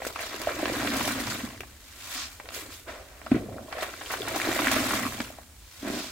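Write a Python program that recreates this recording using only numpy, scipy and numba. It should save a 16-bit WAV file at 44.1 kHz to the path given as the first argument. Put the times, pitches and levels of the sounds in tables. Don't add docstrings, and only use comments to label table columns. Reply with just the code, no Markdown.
import sys
import numpy as np
from scipy import signal
from scipy.fft import rfft, irfft
from scipy.io import wavfile
from scipy.ndimage import uniform_filter1d
from numba import njit

SR = 44100
rng = np.random.default_rng(int(sys.argv[2]) if len(sys.argv) > 2 else 0)


def int16_out(signal):
    q = np.round(np.clip(np.atleast_2d(signal).T, -1, 1) * 32767)
    wavfile.write(sys.argv[1], SR, q.astype(np.int16))


N = 269847
TIME = np.arange(N) / SR
STEPS = TIME[::64]


# (frequency [Hz], gain [dB])
RUMBLE_COLOUR = [(18, -13), (36, -10), (54, 4), (85, 0.5), (150, -16.5), (260, -15.5), (450, -21.5),
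                 (900, -21), (2500, -53.5), (6000, -76.5)]
SUDS_COLOUR = [(600, -20), (2000, -1), (5000, -0.5), (8000, 2.5), (12000, -3), (15800, -1.5)]
RUMBLE_DB, SUDS_DB = -51.5, -55

# (time [s], ring level [dB], pitch [Hz], decay to -60 dB [cycles], snap level [dB])
POPS = [(0.02, -23.5, 739, 9.6, -36.5), (0.0202, -23, 1984, 14.1, -40.5),
        (0.0499, -19.5, 1410, 13.8, -26.5), (0.0665, -17.5, 454, 5.14, -37.5),
        (.1587, -27.5, 680, 4.5, -22), (0.1606, -22, 1130, 12.1, -30.5), (0.1902, -26, 686, 6.2, -25),
        (0.1928, -18.5, 2105, 13.4, -36), (.204, -32, 597, 13.3, -26), (.343, -29, 392.7, 9.5, -19.5),
        (.417, -32, 381.7, 12.5, -20), (.4718, -15, 618, 12.7, -19), (0.4818, -19.5, 579.5, 7.6, -20.5),
        (.629, -20, 599, 10.8, -29.5), (0.6562, -19.5, 516, 4.73, -10), (0.698, -19.5, 520, 6.6, -20),
        (.798, -23, 701, 7.06, -22), (.847, -26.5, 684, 8.5, -25), (0.873, -16, 1141, 8.5, -14),
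        (1.008, -20.5, 689, 6.1, -19.5), (1.077, -20.5, 704, 6.9, -19), (1.322, -22.5, 1208, 9.46, -21),
        (1.605, -33.5, 390, 9.85, -34), (2.4, -34, 771, 10.3, -30), (2.564, -28, 429, 4, -32.5),
        (2.661, -32, 440.7, 4.87, -43), (3.264, -28, 675, 10, -27), (3.268, -22.5, 1301, 12, -36.5),
        (3.3164, -3.5, 250.7, 6.23, -36), (3.317, -20.5, 637, 6.26, -41.5), (3.329, -25, 61.7, 6.4, -47),
        (3.353, -15, 189.6, 8.3, -38.5), (3.583, -27, 1351, 11, -54.5), (3.726, -26, 689.9, 7.2, -21.5),
        (3.729, -27, 1129, 14.7, -40.5), (3.787, -25.5, 704, 9.7, -37), (3.824, -22.5, 596.4, 9.9, -18),
        (3.830, -21.5, 1492, 11.35, -23.5), (3.939, -24.5, 1437, 12.97, -33),
        (4.011, -32.5, 746.2, 8.02, -29), (4.061, -23, 3109, 19, -34.5), (4.107, -31, 792.1, 8.3, -24.5),
        (4.219, -20, 3446, 30.74, -36.5), (4.361, -20, 762.2, 10.56, -24.5), (4.4, -15, 1751, 14.22, -31.5),
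        (4.416, -13.5, 2200, 19, -42.5), (4.469, -24.5, 680.7, 6.84, -29), (4.559, -16, 1892, 14.78, -30.5),
        (4.591, -12, 1197, 7.99, -14), (4.6706, -4.5, 1670, 12.62, -16), (4.683, -13, 2051, 19.8, -17),
        (4.7145, -19.5, 649.3, 5.14, -14.5), (4.782, -16, 1290, 7.4, -17.5), (4.908, -19, 1390, 16.2, -32),
        (4.935, -15, 1160, 16.28, -20), (4.994, -20, 1210, 13.4, -23.5), (5.052, -22, 1162, 22.6, -23),
        (5.066, -21, 1142, 15.63, -19), (5.203, -20, 221.4, 6.78, -14), (5.302, -32.5, 620.1, 8.77, -49),
        (5.386, -29, 729, 6.78, -53), (6.043, -30, 691.8, 5.94, -38)]

# (time [s], level [dB], length [s])
SPITS = [(0.05, -34, 0.0029), (0.066, -32, 0.0082), (.203, -37, 0.0119), (.415, -31, 0.0039),
         (0.474, -37.5, 0.00524), (0.964, -30, 0.0151), (1.073, -30.5, 0.01193), (1.197, -31, 0.00912),
         (1.606, -33.5, 0.00169), (3.822, -37, 0.0147), (4.112, -34, 0.0211), (4.281, -32, 0.00568),
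         (4.358, -30.5, 0.00671), (4.714, -22.5, 0.00447), (4.73, -25.5, 0.0057), (4.936, -28.5, 0.0077)]

# (peak time [s], rise [s], fall [s], roundness [1],
# splash level [dB], churn level [dB], cloud pitch at peak [Hz], bubble rate at peak [1/s])
GUSHES = [(0.065, 0.1505, 0.099, 1.804, -41, -42, 442, 502),
          (0.21, 0.0898, 0.29, 1.117, -39, -67.5, 440, 719.5),
          (0.66, 0.0858, 0.2006, 1.235, -35, -36, 335.6, 859),
          (0.93, 0.8324, 0.653, 1.877, -33.5, -34.5, 264.7, 1000),
          (1.33, 0.0984, 0.282, 1.46, -46, -44, 213, 1678),
          (2.18, 0.3365, 0.226, 0.948, -44, -51.5, 281.7, 5270),
          (2.45, 0.0631, 0.104, 1.582, -58, -49, 519.2, 1532),
          (2.57, 0.1608, 0.3255, 1.306, -47, -46.5, 410.1, 2780),
          (3.345, 0.07, 0.26, 0.86, -39, -32.5, 180.5, 894),
          (3.54, 0.16, 0.15, 1.3, -45.5, -42, 219.8, 522),
          (3.79, .17, 0.2795, 1.105, -37.5, -43.5, 590, 1940),
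          (3.82, 0.3814, .28, 1.612, -55, -47, 279.7, 830),
          (4.117, 0.031, 0.07056, 1.103, -32.5, -45, 420.4, 809),
          (4.32, 0.1998, .2, 1.65, -45, -37.5, 329.8, 509),
          (4.48, 0.048, 0.0716, 0.997, -44.5, -35.5, 308, 964),
          (4.73, 0.74, 0.5555, 1.8, -30, -34, 280, 1250),
          (4.94, 0.03637, 0.3074, 0.989, -35.5, -37, 255, 1622),
          (5.87, 0.0731, 0.206, 0.902, -36.5, -37.5, 285.6, 3545)]
# (frequency [Hz], gain [dB])
THUD_COLOUR = [(35, -10), (54, 1), (80, -5), (112, 2), (158, -4), (255, 1), (380, -2), (480, 0.5),
               (700, -6), (1500, -21.5)]
POUR_COLOUR = [(200, -16), (400, -8.5), (600, -4), (900, -5.5), (1300, -1), (2100, 1), (2900, -9),
               (5000, -9.5), (12000, -48)]
CLOUD_SINK_OCTAVES_PER_S = 0.994
THUD_DB_PER_OCTAVE, THUD_REFERENCE_HZ = 11.5, 257.7
BREAKUP_FOLLOWS = 0.7
POUR_SURGE_DB, POUR_SURGE_HZ = 1.8549, 32
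DROPS_PER_S, DROPS_DB = 70, -8.5
DUNK_FROM_S, DUNK_TO_S, DUNK_RAMP_S, DUNK_MUFFLE_DB = 3.35, 3.72, 0.0521, 8
SWIRL_START_HZ, SWIRL_RISE_OCTAVES_PER_S = 254.75, 4.7

# (peak time [s], rise [s], fall [s], roundness [1],
# level [dB], top-band gain [dB], bubble rate [1/s])
PUSHES = [(0.075, 0.1222, 0.1012, 1.032, -43, 3, 7590), (0.22, 0.0979, 0.329, 1.003, -38.5, -6, 8230),
          (1.06, 1.19, 0.447, 1.238, -35.5, -0.5, 15270), (1.3, 0.161, 0.264, 1.031, -36, -2.5, 16140),
          (2.15, 0.345, 0.253, 0.684, -35.5, -0.5, 49500), (2.55, 0.0514, 0.1606, 1.1, -38, 2.5, 27100),
          (2.73, 0.076, 0.1468, 1.115, -46.5, 3, 20800), (2.885, 0.0252, 0.457, 0.816, -48.5, -7.5, 17000),
          (3.31, 0.211, 0.316, 1.041, -50.5, -1.5, 8750), (3.83, 0.2015, 0.261, .7, -41, -1.5, 11000),
          (4.15, 0.501, 0.2003, 0.896, -43.5, -0.5, 10130), (4.38, .04, 0.21, 1, -40.5, 5.5, 10200),
          (4.73, 0.05776, 0.0694, 1.138, -31, -5, 20840), (4.76, 0.814, 0.565, 1.867, -34.5, 0.5, 16100),
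          (4.96, 0.0638, 0.0957, 1.2, -37.5, -3, 14480), (5.22, 0.2034, 0.1117, 1.84, -46, -2.5, 14060),
          (5.99, 0.417, 0.222, 1.136, -41, -0.5, 28300)]
# (frequency [Hz], gain [dB])
FROTH_COLOUR = [(400, -35), (1000, 10), (2500, 3.5), (4000, 4.5), (5500, 1), (7500, 1), (9500, -5),
                (12000, -5), (15800, -6.5)]
FINER_DB_PER_S = 3

# (time [s], level [dB], length [s])
SLAPS = [(.16, -35, 0.0049), (.211, -40, 0.006), (.232, -36, 0.005), (.511, -34, 0.0086),
         (.588, -38.5, 0.00562), (.871, -30, 0.0069), (.981, -31.5, 0.00493), (1.008, -29.5, 0.00504),
         (1.076, -31.5, 0.0077), (1.108, -34.5, 0.0036), (1.272, -32.5, 0.00422), (1.354, -35.5, 0.0043),
         (3.313, -33, 0.0086), (3.344, -39.5, 0.0164), (3.726, -37.5, 0.00852), (3.824, -32.5, 0.014),
         (4.011, -37, 0.00703), (4.107, -32, 0.00406), (4.136, -28.5, 0.00572), (4.274, -32, 0.00947),
         (4.361, -34, 0.00607), (4.591, -28, 0.004996), (4.713, -31.5, 0.005845), (4.741, -28.5, 0.00485),
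         (4.908, -30, 0.0085), (4.966, -30.5, 0.00696)]

# (peak time [s], level [dB], pitch [Hz])
GULPS = [(.567, -28.5, 567), (.591, -26.5, 331), (.632, -21.5, 319.8), (.679, -23.5, 308.3),
         (0.771, -29, 274.7), (.8, -28.5, 289), (.858, -23.5, 366), (1.013, -30, 273.6),
         (1.079, -25.5, 276.6), (1.16, -26, 244.5), (1.204, -26, 289), (1.44, -24.5, 224.8),
         (3.348, -19, 324), (3.364, -18, 327.5), (3.491, -30.5, 399.8), (3.523, -35, 475.7),
         (3.543, -34, 562.8), (3.565, -32, 676.8), (3.754, -29, 575.7), (3.885, -33, 570),
         (4.209, -24.5, 405.8), (4.362, -28.5, 329.8), (4.475, -22, 310.5), (4.491, -18, 328.6),
         (4.601, -23, 292), (4.633, -23.5, 308.7), (4.674, -23.5, 294), (4.764, -24, 313.8),
         (4.805, -22.5, 265), (4.864, -21.5, 265.2), (4.941, -24.5, 300.2), (5.061, -23, 258)]

# (time [s], level [dB], pitch [Hz])
TICKS = [(1.6061, -21.5, 2360), (1.6338, -30, 1594), (2.329, -40, 1600), (2.3996, -28.5, 1899),
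         (2.457, -31.5, 2610), (2.489, -21.5, 3520), (2.506, -31, 1500), (2.521, -32, 1900),
         (3.216, -32.5, 2004)]

# (peak time [s], rise [s], fall [s], roundness [1], level [dB])
LATHER = [(2.2, 0.077, 0.0937, 2.595, -35.5), (2.73, 0.0704, 0.084, 1.297, -48.5),
          (5.99, 0.148, 0.188, 2.53, -40)]
# (frequency [Hz], gain [dB])
LATHER_COLOUR = [(500, -27), (1000, -4), (2200, -2.5), (4400, 3), (6500, -0.5), (8500, -3.5),
                 (15000, -40.5)]

# (time [s], level [dB])
CRUSH = [(2.855, -79), (2.868, -49.5), (2.888, -37.5), (2.915, -45), (2.94, -46), (3.02, -51),
         (3.055, -56.5), (3.13, -55), (3.27, -56.5), (3.33, -77.5)]
# (frequency [Hz], gain [dB])
CRUSH_COLOUR = [(150, -10), (330, -2), (560, -0.5), (900, -5.5), (1400, -1.5), (2100, -1), (3500, -14.5),
                (8000, -33)]

# (time [s], level [dB])
BLUBBER = [(5.822, -70), (5.831, -41), (5.87, -35), (5.91, -36), (5.97, -38), (6.0, -38.5), (6.025, -49),
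           (6.12, -54)]
# (frequency [Hz], gain [dB])
BLUBBER_COLOUR = [(70, -20.5), (160, -3.5), (260, 3), (390, -1.5), (470, -12.5), (680, -10), (950, -16),
                  (1200, -24.5), (1600, -13.5), (4000, -22)]

# (frequency [Hz], width [Hz], boost [dB])
BASIN = [(255.54, 90.2, 4.0), (387.8, 44, 4), (558.9, 78.2, 5.5), (709.2, 102.8, 6), (1176.5, 258, 3),
         (1811, 95, -1.5)]
# (frequency [Hz], side gain [dB])
WIDTH = [(60, -14), (220, -13.5), (500, -1.5), (1200, 1), (2700, 0), (4500, 0), (6300, 1), (7800, -8.5),
         (15000, -7)]
ROOM_T60_S, CUTOFF_HZ = 0.415, 15750


def from_db(db):
    return 10 ** (np.asarray(db) / 20)


def rms_one(x):
    return x / np.sqrt(np.mean(x ** 2) + 1e-20)


def in_time(rows):
    s, *values = np.transpose(rows)
    return [np.interp(TIME, s, value) for value in values]


def columns(rows):
    return np.transpose(rows)[:, :, None]


def stroke_db(s, rise_s, fall_s, roundness):
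    away = np.maximum((s - STEPS) / rise_s, (STEPS - s) / fall_s)
    return -np.minimum(20 * away ** roundness, 120)


def overlap(levels_db, *traits):
    power = from_db(levels_db) ** 2
    total = power.sum(axis=0)
    curves = [10 * np.log10(total)]
    curves += [(power * trait).sum(axis=0) / total for trait in traits]
    return [np.interp(TIME, STEPS, curve) for curve in curves]


def bursts(rows):
    gain = np.zeros(N)
    for s, level_db, length_s in rows:
        age = TIME[:SR // 8] / length_s
        start = int(s * SR)
        gain[start:start + len(age)] += from_db(level_db) * 2 * age * np.exp(1 - 2 * age)
    return gain


def drift(rate_hz):
    lowpass_sos = signal.butter(2, rate_hz * 40, fs=SR, output="sos")
    slow = signal.sosfilt(lowpass_sos, rng.standard_normal(N // 40 + 500))[400:]
    return np.interp(np.arange(N) / 40, np.arange(len(slow)), rms_one(slow))


def lowpass(x, hz, order=2):
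    return signal.sosfilt(signal.butter(order, min(hz, SR / 2 - 1), fs=SR, output="sos"), x)


def coloured(x, spectrum, size=4096):
    hz, db = np.transpose(spectrum)
    grid_hz = np.maximum(np.fft.rfftfreq(size, 1 / SR), 1)
    cepstrum = irfft(np.log(from_db(np.interp(np.log(grid_hz), np.log(hz), db))))
    cepstrum[1:size // 2] *= 2
    cepstrum[size // 2 + 1:] = 0
    impulse = irfft(np.exp(rfft(cepstrum)))
    return signal.oaconvolve(x, impulse[None], axes=1)[:, :N]


@njit
def resonate(x, hz, q):
    out, low, band = np.zeros(N), 0.0, 0.0
    for i in range(N):
        step = 2 * np.sin(np.pi * hz[i] / SR)
        low += step * band
        band += step * (x[i] - low - band / q)
        out[i] = band / q
    return out


@njit
def rings(start, height, hz, cycles, rise, swell):
    out = np.zeros(N)
    for k in range(len(start)):
        life_s = cycles[k] / hz[k]
        strength, loss = height[k], 0.001 ** (1 / (life_s * SR))
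        first = max(int(start[k] * SR) + 1, 0)
        last = min(int((start[k] + .8 * life_s) * SR), N)
        for i in range(first, last):
            turns = hz[k] * (i / SR - start[k])
            phase = 2 * np.pi * turns * (1 + rise * turns / cycles[k] / 2)
            out[i] += strength * min(turns / swell, 1.0) * np.sin(phase)
            strength *= loss
    return out


def bubbles(start, height, hz, cycles, rise, swell=0.072, spread_s=.00008, pan_db=3.5):
    lag, pan = rng.standard_normal((len(start), 2)).T
    sides = []
    for side in (1, -1):
        arrival_s = start + side * lag * spread_s / 2
        side_height = height * from_db(side * pan * pan_db / 2)
        sides.append(rings(arrival_s, side_height, hz, cycles, rise, swell))
    return np.array(sides)


def swarm(per_s, low_hz, high_hz, cycles, size_db, rise):
    per_s = per_s * np.ones(N)
    at = np.flatnonzero(rng.random(N) < per_s / SR)
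    pitch, size, damping, sign = rng.random((len(at), 4)).T
    hz = low_hz * (high_hz / low_hz) ** np.sqrt(pitch)
    size_gain = from_db(size_db * np.minimum(-np.log(1 - size), 3))
    height = size_gain * np.sqrt(hz / per_s[at])
    return bubbles(at / SR, height * np.sign(sign - .5), hz, cycles * (.5 + damping), rise)


def rumble():
    noise = rng.standard_normal(N) + 2.0 * rng.standard_normal((2, N))
    return from_db(RUMBLE_DB) * rms_one(coloured(noise, RUMBLE_COLOUR, size=16384))


def suds():
    noise = rng.standard_normal(N) + 2.0 * rng.standard_normal((2, N))
    return from_db(SUDS_DB) * rms_one(coloured(noise, SUDS_COLOUR))


def pops(snap_hz=2300, snap_cycles=2.25, scatter_s=.002, droplet_db=-5, count=6):
    s, ring_db, hz, cycles, snap_db = np.transpose(POPS)
    each = np.ones(len(s))
    cavity = bubbles(s, from_db(ring_db + 1.0), hz, cycles,
                     rise=0.0123, swell=0.751, spread_s=.00004, pan_db=3.0)
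    snap = bubbles(s, -from_db(snap_db + 4.5), snap_hz * each, snap_cycles * each,
                   rise=0.077, spread_s=.00005)
    late, pitch, size = rng.random((len(s) * count, 3)).T
    height = np.repeat(from_db(snap_db + droplet_db), count) * (2 * size - 1)
    start = np.repeat(s, count) - scatter_s * np.log(1 - late)
    droplets = bubbles(start, height, 1100 * 5.5 ** pitch, 6 + 8 * pitch, rise=0.098)
    return cavity + snap + droplets


def spits():
    shower = swarm(per_s=9000, low_hz=1600, high_hz=17500, cycles=14, size_db=1.5, rise=.05)
    return bursts(SPITS) * rms_one(shower)


def churn(cloud_q=2.38, cloud_db=7, wander=0.1194, deep_hz=420):
    s, rise_s, fall_s, roundness, _, churn_db, peak_hz, _ = columns(GUSHES)
    sinking_hz = peak_hz * 2 ** (-CLOUD_SINK_OCTAVES_PER_S * np.clip(STEPS - s, -1, 1))
    level_db, cloud_hz = overlap(churn_db + stroke_db(s, rise_s, fall_s, roundness), sinking_hz)
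    thuds, lumps = [
        coloured(swarm(per_s=560, low_hz=35.14, high_hz=697, cycles=4.8, size_db=2.0, rise=0.072),
                 THUD_COLOUR)
        for _ in range(2)]
    weight = from_db(-THUD_DB_PER_OCTAVE * np.log2(cloud_hz / THUD_REFERENCE_HZ))
    cloud_hz = cloud_hz * np.exp(wander * drift(rate_hz=29.1))
    boom = np.array([resonate(resonate(side, cloud_hz, cloud_q), cloud_hz, cloud_q) for side in lumps])
    mix = weight * lowpass(thuds, deep_hz) + from_db(cloud_db) * boom
    return from_db(level_db - 2.5) * rms_one(mix)


def drops(smack_hz=2600, smack_cycles=3.8, ring_db=-6, ring_hz=1150, ring_cycles=11,
          delay_s=0.001999, size_db=8):
    s = np.flatnonzero(rng.random(N) < DROPS_PER_S / SR) / SR
    size, smack, pitch, late = rng.uniform(-1.01, 1, (4, len(s)))
    height, each = from_db(size_db * size / 2), np.ones(len(s))
    impact = bubbles(s, height, smack_hz * 2 ** smack, smack_cycles * each, rise=.1, spread_s=.00005)
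    trapped = bubbles(s + delay_s * (1 + late), height * from_db(ring_db),
                      ring_hz * 2 ** pitch, ring_cycles * each, rise=0.244)
    return rms_one(impact + trapped)


def swirl(q=0.97):
    merged = swarm(per_s=420, low_hz=121.3, high_hz=1518.7, cycles=12.3, size_db=2.0, rise=0.364)
    merged = lowpass(merged, hz=824)
    under_s = np.clip(TIME, DUNK_FROM_S, DUNK_TO_S) - DUNK_FROM_S
    centre_hz = SWIRL_START_HZ * 2 ** (SWIRL_RISE_OCTAVES_PER_S * under_s)
    return rms_one(np.array([resonate(side, centre_hz, q) for side in merged]))


def pour(plop_db=-12):
    s, rise_s, fall_s, roundness, splash_db, _, _, peak_per_s = columns(GUSHES)
    flow_db = stroke_db(s, rise_s, fall_s, roundness)
    rate_per_s = peak_per_s * from_db(BREAKUP_FOLLOWS * np.maximum(flow_db, -15))
    level_db, per_s = overlap(splash_db + flow_db, rate_per_s)
    splash = swarm(per_s, low_hz=387.6, high_hz=4368, cycles=9.65, size_db=2.0, rise=0.287)
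    splash = rms_one(coloured(splash, POUR_COLOUR))
    plops = swarm(per_s=130, low_hz=523.6, high_hz=2982, cycles=33.5, size_db=1.5, rise=0.483)
    splash = splash + from_db(plop_db) * rms_one(plops) + from_db(DROPS_DB) * drops()
    splash = rms_one(splash * from_db(POUR_SURGE_DB * drift(POUR_SURGE_HZ)))
    depth = np.clip(np.minimum(TIME - DUNK_FROM_S, DUNK_TO_S - TIME) / DUNK_RAMP_S, 0, 1)
    open_share = from_db(-DUNK_MUFFLE_DB * depth)
    sunk_share = np.sqrt(np.clip(1 - open_share ** 2, 0, 1))
    return from_db(level_db - 1.5) * (open_share * splash + sunk_share * swirl())


def froth(clump_db=2.0, split_hz=7800):
    s, rise_s, fall_s, roundness, peak_db, fine_db, peak_per_s = columns(PUSHES)
    finer_db = fine_db + FINER_DB_PER_S * np.clip(STEPS - s, -1, 1)
    push_db = peak_db + stroke_db(s, rise_s, fall_s, roundness)
    level_db, top_db, per_s = overlap(push_db, finer_db, peak_per_s)
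    fizz = swarm(per_s, low_hz=1274.9, high_hz=17446, cycles=40.5, size_db=4.5, rise=0.0275)
    fizz = rms_one(coloured(fizz, FROTH_COLOUR) * from_db(clump_db * drift(rate_hz=99.4)))
    coarse = signal.sosfiltfilt(signal.butter(3, split_hz, fs=SR, output="sos"), fizz)
    return from_db(level_db + 1.5) * (coarse + from_db(top_db + 5.5) * (fizz - coarse))


def slaps(low_cut_hz=700):
    shatter = swarm(per_s=7000, low_hz=599, high_hz=2660, cycles=5.87, size_db=-0.63, rise=0.117)
    return bursts(SLAPS) * rms_one(shatter - lowpass(shatter, low_cut_hz, order=1))


def gulps(cycles=12, swell=1.31):
    s, level_db, hz = np.transpose(GULPS)
    return bubbles(s - swell / hz, from_db(level_db + 2.5), hz, np.full(len(s), cycles),
                   rise=0.068, swell=swell, spread_s=.00004, pan_db=1.5)


def ticks(cycles=7.4, slip_s=0.0005874, slip_loss_db=2.5, pitch_spread=0.3, count=5):
    s, level_db, hz = columns(TICKS)
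    gap, pitch = rng.standard_normal((len(TICKS), 2, count)).transpose(1, 0, 2)
    slip = np.arange(count)
    start = s + slip_s * slip * np.exp(0.2566 * gap)
    height = from_db(level_db - slip_loss_db * slip) * (-1) ** slip
    hz = hz * np.exp(pitch_spread * pitch)
    return bubbles(start.ravel(), height.ravel(), hz.ravel(), np.full(hz.size, cycles),
                   rise=0.02, spread_s=.00005)


def lather():
    s, rise_s, fall_s, roundness, peak_db = columns(LATHER)
    level_db, = overlap(peak_db + stroke_db(s, rise_s, fall_s, roundness))
    tearing = swarm(per_s=15000, low_hz=624, high_hz=12100, cycles=23.4, size_db=-7.0, rise=0.049)
    return from_db(level_db) * rms_one(coloured(tearing, LATHER_COLOUR))


def crush():
    level_db, = in_time(CRUSH)
    bursting = swarm(per_s=7000, low_hz=237, high_hz=5080, cycles=7.7, size_db=0.0, rise=0.122)
    return from_db(level_db) * rms_one(coloured(bursting, CRUSH_COLOUR))


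def blubber(per_s=200, unevenness=.45, size_db=3.5, steady_s=0.0408):
    level_db, = in_time(BLUBBER)
    gap, size, pitch = rng.standard_normal((80, 3)).T
    s = BLUBBER[0][0] + np.cumsum(np.exp(unevenness * gap)) / per_s
    puffs = bubbles(s, from_db(size_db * size), 1300 * np.exp(.25 * pitch), np.full(len(s), 1.47),
                    rise=0.0988)
    puffs = coloured(puffs, BLUBBER_COLOUR)
    power = uniform_filter1d(np.mean(puffs ** 2, axis=0), int(steady_s * SR))
    return from_db(level_db) * puffs / np.sqrt(power + power.max() * 1e-3)


def basin(x):
    for hz, width_hz, boost_db in BASIN:
        peak = signal.lfilter(*signal.iirpeak(hz, hz / width_hz, fs=SR), x)
        x = x + (from_db(boost_db) - 1) * peak
    return from_db(-1.0) * x


def room(x, wall_db=-6, wall_t60_s=0.0854, tail_db=-14, dull_hz=13000):
    t = TIME[:SR // 2]
    near, far = rng.standard_normal((2, 2, len(t)))
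    sparse = rng.random((2, len(t))) < 2500 / SR
    walls = near * sparse * (t > .002) * from_db(-60 * t / wall_t60_s)
    tail = far * (t > .008) * from_db(-60 * t / ROOM_T60_S)
    echoes = (from_db(wall_db) * rms_one(walls) + from_db(tail_db) * rms_one(tail)) / np.sqrt(len(t))
    return x + signal.oaconvolve(x, lowpass(echoes, dull_hz, order=1), axes=1)[:, :N]


def scene():
    water = pops() + churn() + pour() + slaps() + gulps() + blubber()
    foam = spits() + froth() + lather() + crush()
    return room(basin(water + foam + ticks())) + suds() + rumble()


def record(dry):
    mid = (dry[:1] + dry[1:]) / 2
    side = coloured((dry[:1] - dry[1:]) / 2, WIDTH)
    balance = from_db(0.128 * np.array([[-1], [1]]))
    pair = np.vstack([mid + side, mid - side]) * balance
    return signal.sosfilt(signal.ellip(10, .1, 80, CUTOFF_HZ, fs=SR, output="sos"), pair)


dry = scene()
out = record(dry)
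int16_out(out)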